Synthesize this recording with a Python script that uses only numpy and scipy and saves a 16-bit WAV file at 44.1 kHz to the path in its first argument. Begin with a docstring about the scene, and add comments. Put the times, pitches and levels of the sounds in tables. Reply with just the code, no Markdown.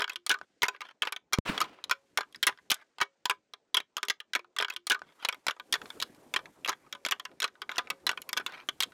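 """A pair of antlers is rattled by hand close to a microphone in dry brush, over faint wind and rustling grass.
The opening 0.435 s is a copy of knocks heard again from 4.6 s; a short splice joins it to the rattling.
At 1.39 s the signal drops out with a pop; as it returns, a thumping swipe through the brush dies away.
Until 8.9 s tines knock, chatter and scrape: impulses and slips excite decaying modes, some knocks leave
a beam humming, and the hardest overload the input. Shaped noise makes the swipe, wind and grass."""
import sys
import numpy as np
from scipy import signal
from scipy.io import wavfile
from scipy.ndimage import uniform_filter1d

SR = 44100
rng = np.random.default_rng(int(sys.argv[2]) if len(sys.argv) > 2 else 0)


def generate_wav(signal):
    """Clip the signal to [-1, 1] and save it as 16-bit WAV at the path in sys.argv[1]."""
    frames = np.transpose(np.atleast_2d(signal))
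    scaled = np.clip(frames, -1, 1) * 32767
    pcm = np.round(scaled).astype(np.int16)
    wavfile.write(sys.argv[1], SR, pcm)


N = 393813

DROP_S, BACK_S = 1.3864, 1.451  # the signal is lost between these times


def gain_of(db):
    """Level in dB as an amplitude ratio: 20 dB is a factor of ten."""
    return 10 ** (np.asarray(db) / 20)


def evened(x):
    """Normalization to unit root-mean-square."""
    return x / np.sqrt(np.mean(x ** 2) + 1e-20)


def read(points, hz):
    """Interpolation of a spectral curve along a logarithmic frequency axis."""
    f, value = np.transpose(points)
    return np.interp(np.log(hz + 1), np.log(f + 1), value)


def add(mix, s, sound):
    """Superposition of a sound on the mix from time s."""
    part = mix[round(s * SR):][:len(sound)]
    part += sound[:len(part)]


def noise(colour, patchy_db, flicker_db):
    """Random-phase spectral synthesis: coloured noise with drifting patches and a flicker shared by all bands."""
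    frames, hz = N // 128 + 5, np.fft.rfftfreq(512, 1 / SR)
    real, imaginary, patches = rng.standard_normal((frames, 257, 3)).T
    patches = uniform_filter1d(patches, size=8, axis=0)  # over frequency
    patches = evened(uniform_filter1d(patches, size=16, axis=1))  # over time
    flicker = evened(uniform_filter1d(rng.standard_normal(frames), size=3))
    level_db = patchy_db * patches + flicker_db * flicker
    spectrum = (real + 1j * imaginary) * gain_of(read(colour, hz)[:, None] + level_db)
    return evened(signal.istft(spectrum, nperseg=512, noverlap=384)[1][:N])


def knocks(first_contact=1.3, softness=.55, crack_size=24):
    """Impact excitation: a firm first contact and a few milliseconds of chatter drive the antler modes."""
    # each knock of tine on tine: t/s, level/dB over its first 6 ms, treble tilt/(dB per octave), favoured ring f/Hz
    blows = [(0.62, -25, 2.5, 3470), (.631, -16.5, 1.5, 2030), (.652, -33, -5, 1310), (.663, -39, -2, 1030),
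             (.683, -25.5, 3.5, 2540), (.748, -46.5, -9, 1540), (.807, -38.5, 0, 1750),
             (.816, -36, -2, 2340), (.859, -60, -11, 2870), (.888, -50, -5, 1910), (1.021, -20.5, 1, 3150),
             (1.031, -30, -4, 2570), (1.052, -39, 1, 1190), (1.072, -28.5, -2.5, 2700),
             (1.123, -31, 3, 2300), (1.163, -34.5, 1.5, 3600), (1.325, -35.5, 0, 1403),
             (1.332, -18.5, 3.5, 2220), (1.376, -42, -6.5, 1270), (1.578, -26.5, 1, 3280),
             (1.604, -26.5, 2.5, 1100), (1.614, -20, 3, 1350), (1.641, -42.5, -1, 1030),
             (1.787, -52, -7, 1810), (1.84, -33.5, 6, 1797), (1.896, -33, 1.5, 1340), (1.911, -18, 2, 1410),
             (2.174, -20.5, 4.5, 2085), (2.186, -25, -1.5, 1540), (2.208, -31.5, 2, 1510),
             (2.231, -45, -5.5, 1680), (2.325, -58, 9, 3150), (2.346, -43, 1.5, 1810),
             (2.359, -46.5, 7.5, 4930), (2.428, -21, 5, 3030), (2.468, -15, 3.5, 1930),
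             (2.49, -29, -4, 1290), (2.495, -35, -5, 1190), (2.525, -47.5, -8, 1680),
             (2.575, -55.5, -1.5, 1560), (2.587, -52.5, -8, 1870), (2.701, -28, 5, 2820),
             (2.705, -21.5, 6.5, 2950), (2.715, -17.5, 6, 1370), (2.743, -36.5, 12, 1560),
             (2.984, -42.5, 1.5, 960), (3.003, -32, -2.5, 1530), (3.013, -18.5, -0.5, 1860),
             (3.029, -35, 2, 1700), (3.255, -24, 4, 980), (3.297, -21, 2, 1540), (3.309, -25.5, -0.5, 1220),
             (3.536, -40.5, 0, 3550), (3.744, -19.5, 2.5, 3260), (3.769, -16.5, 0, 3170),
             (3.802, -35.5, 0.5, 2300), (3.968, -28.5, 2.5, 1130), (3.98, -33.5, 2.5, 1330),
             (4.03, -27, 1.5, 1270), (4.051, -47, 8, 1180), (4.084, -30, 7.5, 2870), (4.099, -21, 4, 2030),
             (4.202, -37.5, 0, 3280), (4.334, -29, 2, 3330), (4.351, -21, 4, 2180),
             (4.36, -28.5, -2.5, 1830), (4.393, -41.5, -3.5, 2420), (4.445, -53.5, -4.5, 1407),
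             (4.564, -35, 0, 3460), (4.586, -24.5, 5, 3360), (4.601, -26, -5.5, 3300), (4.61, -31, 0, 1310),
             (4.624, -24.5, 0.5, 1500), (4.647, -27.5, -3.5, 3260), (4.683, -36, 0, 1630),
             (4.7, -32.5, 3, 2620), (4.724, -49, 0, 3400), (4.738, -51, 10, 3380), (4.763, -32.5, 4, 3200),
             (4.869, -30, 8, 1200), (4.899, -22.5, 9.5, 3000), (4.908, -20.5, -2.5, 1380),
             (4.918, -21, 2.5, 1550), (4.946, -31, -3.5, 1180), (4.96, -43.5, -16, 1270),
             (4.992, -51, 3, 1180), (5.018, -38.5, -4.5, 1500), (5.226, -43, -1.5, 1460),
             (5.249, -24, 2, 4230), (5.287, -23.5, 2, 2430), (5.326, -36, -1.5, 3350),
             (5.345, -44.5, 1.5, 2250), (5.467, -26.5, 3, 5500), (5.483, -22, 1.5, 1890),
             (5.497, -30, -1, 1510), (5.509, -31.5, 1.5, 1480), (5.565, -53.5, -3, 1210),
             (5.598, -38.5, -2, 3250), (5.725, -21.5, 8.5, 3060), (5.739, -21.5, 3, 1800),
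             (5.754, -31.5, -2, 1590), (5.816, -40, 1, 1390), (5.857, -45.5, 2.5, 3900),
             (5.903, -37.5, 3, 3460), (6.001, -33, 7, 3640), (6.016, -36.5, 5, 3940),
             (6.024, -24.5, 6.5, 4200), (6.147, -61, 6, 960), (6.339, -26, 2, 1000),
             (6.362, -21.5, -.5, 3300), (6.39, -41, -3.5, 1190), (6.457, -45, -1, 2450),
             (6.647, -29.5, 2.5, 2860), (6.659, -33.5, 2.5, 2660), (6.677, -33.5, 4, 1200),
             (6.685, -27, 1, 4030), (6.693, -23, 1, 1100), (6.718, -40.5, -1, 1070), (6.728, -37, -2, 3420),
             (6.864, -57.5, -5, 1215), (6.926, -33.5, 2.5, 3400), (6.95, -42.5, -1.5, 3100),
             (7.05, -27.5, 5, 4170), (7.063, -28, 3, 3660), (7.086, -35, 3.5, 2720),
             (7.111, -27.5, 6.5, 1080), (7.119, -21.5, 0, 2950), (7.197, -36.5, 0.5, 3300),
             (7.252, -35.5, -1, 2800), (7.293, -63, -6, 1420), (7.315, -59.5, -2, 1460),
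             (7.402, -31, 7.5, 3900), (7.42, -27.5, 3.5, 3680), (7.428, -28, 1, 1660),
             (7.442, -22.5, 1, 1240), (7.478, -45, 0, 1870), (7.554, -55.5, -3, 1530),
             (7.618, -33.5, -1.5, 3270), (7.693, -31, -4, 960), (7.716, -36, 0, 1480),
             (7.759, -42.5, 5.5, 2960), (7.768, -39, 0, 2890), (7.781, -23.5, 2, 3650),
             (7.791, -31.5, -10, 1480), (7.872, -44.5, -7.5, 2180), (7.902, -26.5, 4, 1270),
             (8.067, -21.5, 2, 4040), (8.092, -21, 0.5, 2950), (8.114, -33.5, 4, 1490),
             (8.131, -41, -5, 1200), (8.174, -34, -1.5, 2530), (8.218, -41.5, 10.5, 2840),
             (8.291, -35, 5.5, 2470), (8.33, -27.5, 5.5, 3500), (8.367, -31.5, -1, 3500),
             (8.373, -24, 4, 1670), (8.398, -36, -1, 1490), (8.41, -43.5, -7, 1510),
             (8.463, -28.5, 4, 3700), (8.522, -46.5, -4, 3570), (8.688, -25, 2, 3160),
             (8.804, -21.5, 6.5, 3970), (8.824, -28, 6, 3530), (8.833, -24, 4, 3100),
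             (8.92, -54.5, -4, 1510)]
    times, levels_db, bright, ring_hz = np.transpose(blows)
    # the decay time constant of the chatter grows for knocks harder than firm
    chatter_ms, chatter_ms_per_db, firm_db = 3.48, 0.31, -26.5
    decay_ms = chatter_ms + chatter_ms_per_db * np.maximum(levels_db - firm_db, 0)
    contact = rng.standard_normal((len(times), 1200))
    ms = 1000 * np.arange(contact.shape[1]) / SR
    bounces = contact ** 3 / 4 * np.exp(-ms / np.maximum(decay_ms, .05)[:, None])  # the cube makes them sparse
    bounces = signal.lfilter([1 - softness], [1, -softness], bounces)  # later contacts are softer, so duller
    bounces[:, :crack_size] += first_contact * contact[:, -crack_size:]  # the first one cracks
    sounds = signal.fftconvolve(rings(bright, ring_hz), bounces, axes=1)
    out = np.zeros(N)
    for s, db, sound in zip(times, levels_db, sounds):
        onset_rms = np.sqrt(np.mean(sound[:260] ** 2))  # first 6 ms
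        add(out, s, gain_of(db) * sound / onset_rms)
    return out


def rings(bright, ring_hz, spread_db=3.0, small_db=-4.0, place_db=9.5, place_octaves=0.1, grip_db_per_s=402.0):
    """Modal superposition: all blows share the same modes, and the place of each blow sets their mix."""
    # main modes of the antlers: f/Hz, relative level/dB, t60/s before the grip damps them
    main_modes = [(405.5, -13, 0.16), (1009.5, -1, 0.1), (1211.4, -2.5, 0.082), (1267, -4, 0.063),
                  (1504.6, 0.5, 0.077), (1620, -7, .07), (2255, -2.5, 0.059), (2340, -9, 0.032),
                  (2870, -21.5, 0.022), (3271, -1, 0.043), (3480, -6, 0.053), (3870, -3, 0.029),
                  (4040, -13.5, 0.041), (5430, -8.5, 0.034), (6900, -12, 0.047), (11160, -21.5, 0.03)]
    # crowd of small modes between them: f/Hz, relative level/dB
    small_levels = [(250, -43), (680, -21.5), (1140, -7.5), (2000, -4), (3250, -4), (5800, -5.5),
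                    (8300, -12.5), (12800, -10), (16500, -33.5)]
    # decay of the small modes: f/Hz, t60/s before the grip damps them
    small_decays = [(300, 0.16), (1200, 0.064), (3500, 0.029), (7000, 0.011), (16000, 0.01)]
    main_hz, main_db, main_t60 = np.transpose(main_modes)
    small_hz = np.geomspace(small_levels[0][0], small_levels[-1][0], num=240) * rng.uniform(1.0, 1.01, size=240)
    hz = np.r_[main_hz, small_hz]
    base_db = np.r_[main_db, read(small_levels, small_hz) + small_db]
    t60 = np.r_[main_t60, read(small_decays, small_hz)]
    t = np.arange(6000) / SR
    decay = gain_of(-60 * t / t60[:, None])
    fade = np.cos(np.pi / 2 * t / t[-1])
    modes = decay * np.sin(2 * np.pi * hz[:, None] * t) * fade
    size, sign = rng.standard_normal((len(bright), len(hz), 2)).T
    # a hard glancing blow tips the mix to the treble; modes near the struck tine's pitch stand out
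    tilt_db = bright * np.clip(np.log2(hz[:, None] / 2800), -1.2, 1.5)
    struck_db = place_db * np.exp(-.5 * (np.log2(hz[:, None] / ring_hz) / place_octaves) ** 2)
    mode_gain = np.sign(sign) * gain_of(base_db[:, None] + tilt_db + struck_db + spread_db * size)
    ringing = mode_gain.T @ modes
    ringing *= 1 + 1.4 * np.exp(-t / 0.0022)  # the blow itself is heard before the ring settles
    # the hands grip more or less tightly and damp the ring
    grip = rng.random((len(bright), 1)) ** 2
    return ringing * gain_of(-grip_db_per_s * grip * t)


def rubs(slips_per_s=1100, grit_db=4, places=3):
    """Stick-slip friction: grinding tines slip in dense tiny ticks that ring the antlers from a sliding contact."""
    # tines grinding along each other: start t/s, length t/s between edges, first level/dB, last level/dB,
    # favoured ring f/Hz
    strokes = [(0.715, 0.051, -57, -58, 1500), (.815, 0.096, -54, -57, 3160),
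               (1.046, 0.042, -50.5, -42, 1300), (2.501, 0.051, -54, -75, 1515),
               (2.751, 0.074, -56, -58, 1596), (5.039, 0.082, -66, -61.5, 3360),
               (5.198, 0.054, -59, -46, 3200), (4.699, 0.04, -50, -52.5, 3360),
               (7.701, .185, -43, -68.5, 1370), (8.474, 0.043, -45.5, -53, 1500),
               (8.537, 0.095, -41.5, -56.5, 2450)]
    edge_s = .012  # a stroke sets in before its start and lifts off after its end this fast
    pressure_db, slide_s = 2.5, .02  # rms wavering of pressure; time before the contact slides to the next place
    size_db = grit_db * np.minimum(rng.exponential(size=N), 3.5)
    size_db += pressure_db * evened(uniform_filter1d(rng.standard_normal(N), size=500))
    slipping = rng.random(N) < slips_per_s / SR
    slips = evened(rng.choice([-1., 1.], N) * gain_of(size_db) * slipping)
    ring_hz = np.repeat(np.array(strokes)[:, -1], places)
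    bodies = rings(np.full(len(ring_hz), -4.5), ring_hz, spread_db=3.5, small_db=2.0)
    bodies = bodies.reshape(len(strokes), places, -1)
    t, out = np.arange(N) / SR, np.zeros(N)
    place = (t // slide_s) % places
    for (s, length, first_db, last_db, _), body in zip(strokes, bodies):
        touch = np.clip(np.minimum(t - s, s + length - t) / edge_s + 1, 0, 1)
        drive = slips * touch * gain_of(np.interp(t, [s, s + length], [first_db, last_db]))
        for k in range(places):
            response = body[k] / np.linalg.norm(body[k])
            out += signal.oaconvolve(drive * (place == k), response)[:N]
    return out


def hums(t60=0.4):
    """Free damped vibration: the thick beams ring on at a low pitch."""
    # knocks that leave a main beam humming: t/s, level/dB ahead of the gradual onset, beam f/Hz
    beams = [(.63, -57, 354.4), (1.91, -55, 549), (2.174, -65, 362), (3.013, -59.5, 547), (3.3, -68.5, 554),
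             (4.349, -53.5, 354), (4.765, -60, 351), (5.017, -66.5, 363), (6.927, -57, 562),
             (7.618, -65, 360), (7.903, -53, 544)]
    out, t = np.zeros(N), np.arange(14000) / SR
    for s, db, hz in beams:
        onset = 1 - np.exp(-t / 0.0036)
        add(out, s, gain_of(db - 60 * t / t60) * np.sin(2 * np.pi * hz * t) * onset)
    return out


def stroke(rows):
    """Amplitude modulation: the smoothed gain curve of one stroke, at -140 dB outside it."""
    s, db = np.transpose(rows)
    return uniform_filter1d(gain_of(np.interp(np.arange(N) / SR, s, db, -140, -140)), size=100)


def swipe():
    """Dense random contacts: a rush of twigs and leaves as enveloped, coloured noise."""
    # a swipe through the brush that dies away: t/s, level/dB
    envelope = [(1.45, -40.5), (1.485, -32.5), (1.497, -25.5), (1.515, -40.5), (1.55, -42.5), (1.6, -50),
                (1.65, -47.5), (1.67, -55.5), (1.95, -75.5)]
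    # its colour: f/Hz, relative level/dB per Hz
    colour = [(35, -45), (60, -37), (164, -15.5), (682, -7), (1090, -4), (1860, -7.5), (2840, -9),
              (12700, -38.5), (16000, -39)]
    return stroke(envelope) * noise(colour, patchy_db=1.2, flicker_db=2.2)


def thumps():
    """Heavily damped oscillation: a few dull cycles for each push."""
    # low pushes inside the swipe: t/s, starting level/dB, f/Hz
    pushes = [(1.492, -26, 186), (1.498, -20, 265)]
    out, t = np.zeros(N), np.arange(1500) / SR
    for s, db, hz in pushes:
        add(out, s, gain_of(db - 60 * t / 0.022) * np.sin(2 * np.pi * hz * t))
    return out


def brush(x, t60=0.12):
    """Multiple scattering: weak echoes from stems and ground as a sparse decaying impulse response."""
    t = np.arange(8000) / SR
    sparse = rng.random(len(t)) < .05
    taps = rng.standard_normal(len(t)) * sparse * gain_of(-60 * t / t60) * (t > .004)
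    taps = signal.lfilter([1], [1, -.6], taps)  # dulls the echoes
    return signal.oaconvolve(x, taps / np.linalg.norm(taps))[:N]


def air():
    """Broadband random sources: low rumble of wind and swipe, and dry rustle that loses its top when faint."""
    # t/s, low rumble level/dB: wind, and from 1.39 to 1.96 s the low part of the swipe,
    # dry rustle level/dB before its top is lost
    levels = [(.45, -79, -78), (0.972, -80, -84), (1.391, -75, -88), (1.51, -40.5, -56),
              (1.79, -62.5, -94.5), (1.961, -72, -76.5), (2.59, -71.5, -75.5), (3.031, -78, -80.5),
              (3.8, -78, -84), (4.85, -77, -84.5), (5.172, -63.5, -71.5), (5.59, -69, -76),
              (5.89, -52.5, -61.5), (6.12, -59, -69), (7.51, -67, -76), (8.129, -61.5, -71.5),
              (8.93, -61, -71)]
    # colour of the rumble: f/Hz, relative level/dB per Hz
    rumble_colour = [(30, -28), (60, -26), (150, -8), (330, -2), (600, -7), (1000, -12), (2500, -26.5),
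                     (4000, -59)]
    # colour of the rustle: f/Hz, relative level/dB per Hz
    rustle_colour = [(880, -26), (1500, -1), (3400, -5.5), (5000, -7), (9400, -7.5), (14500, -13),
                     (16000, -25.5)]
    s, rumble_db, rustle_db = np.transpose(levels)
    t = np.arange(N) / SR
    rumble = gain_of(np.interp(t, s, rumble_db)) * noise(rumble_colour, patchy_db=4.0, flicker_db=1.5)
    rustle = noise(rustle_colour, patchy_db=.7, flicker_db=1.2)
    level_db = np.interp(t, s, rustle_db)
    dull = signal.sosfiltfilt(signal.butter(4, 8200, fs=SR, output="sos"), rustle)
    near = np.clip((level_db + 80.0) / 10, 0, 1)  # dull at -80 dB, full at -70 dB
    return rumble + gain_of(level_db) * (near * rustle + (1 - near) * dull)


def pop():
    """Transient response: the line flicks down, holds high, flips low and swings back through zero to rest."""
    flick_ms, high_ms, flip_ms, low_ms = .1, 1.1, .5, 2.0
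    zero_ms, settle_ms = 1.9, 1.5  # after the low hold: time to cross zero, and decay time constant
    height = .83  # relative to the overload level
    ms = 1000 * (np.arange(N) / SR - DROP_S)
    corners = np.cumsum([0, flick_ms, high_ms, flip_ms])
    after = np.maximum(ms - corners[-1] - low_ms, 0)
    jolt = np.interp(ms, corners, [-1, 1, 1, -1], 0)
    return height * jolt * (1 - after / zero_ms) * np.exp(-after / settle_ms)


def scene():
    """Linear superposition of all sources; thin tines radiate little bass, hence the high-pass."""
    low_cut = signal.butter(2, 340, "high", fs=SR, output="sos")  # Hz
    antlers = signal.sosfilt(low_cut, knocks() + rubs())
    echoes = gain_of(-27.5) * brush(antlers)
    return (antlers + echoes + hums() + swipe() + thumps() + air())[None]


def record(dry):
    """Nonlinear saturation of the input, then the spliced opening, the dropout with its pop and a band limit."""
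    overload_db, edge_hz = -16, 16700
    replay_s, join_s, join_fade_s = 4.6046, .435, .02  # up to join_s one hears the stretch that starts at replay_s
    top, t = gain_of(overload_db), np.arange(N) / SR
    x = dry / top
    clipped = top * x / (1 + x ** 6) ** (1 / 6)
    join = np.pi / 2 * np.clip((t - join_s) / join_fade_s, 0, 1)  # equal-power crossfade
    opening = np.roll(clipped, -round(replay_s * SR), axis=1)
    spliced = np.sin(join) * clipped + np.cos(join) * opening
    live = np.interp(t, [DROP_S - 1 / SR, DROP_S, BACK_S, BACK_S + 0.005], [1, 0, 0, 1])
    line = live * spliced + top * pop()
    band_limit = signal.firwin(511, edge_hz, window=("kaiser", 9), fs=SR)
    return signal.oaconvolve(line, band_limit[None], "same")


dry = scene()
out = record(dry)
generate_wav(out)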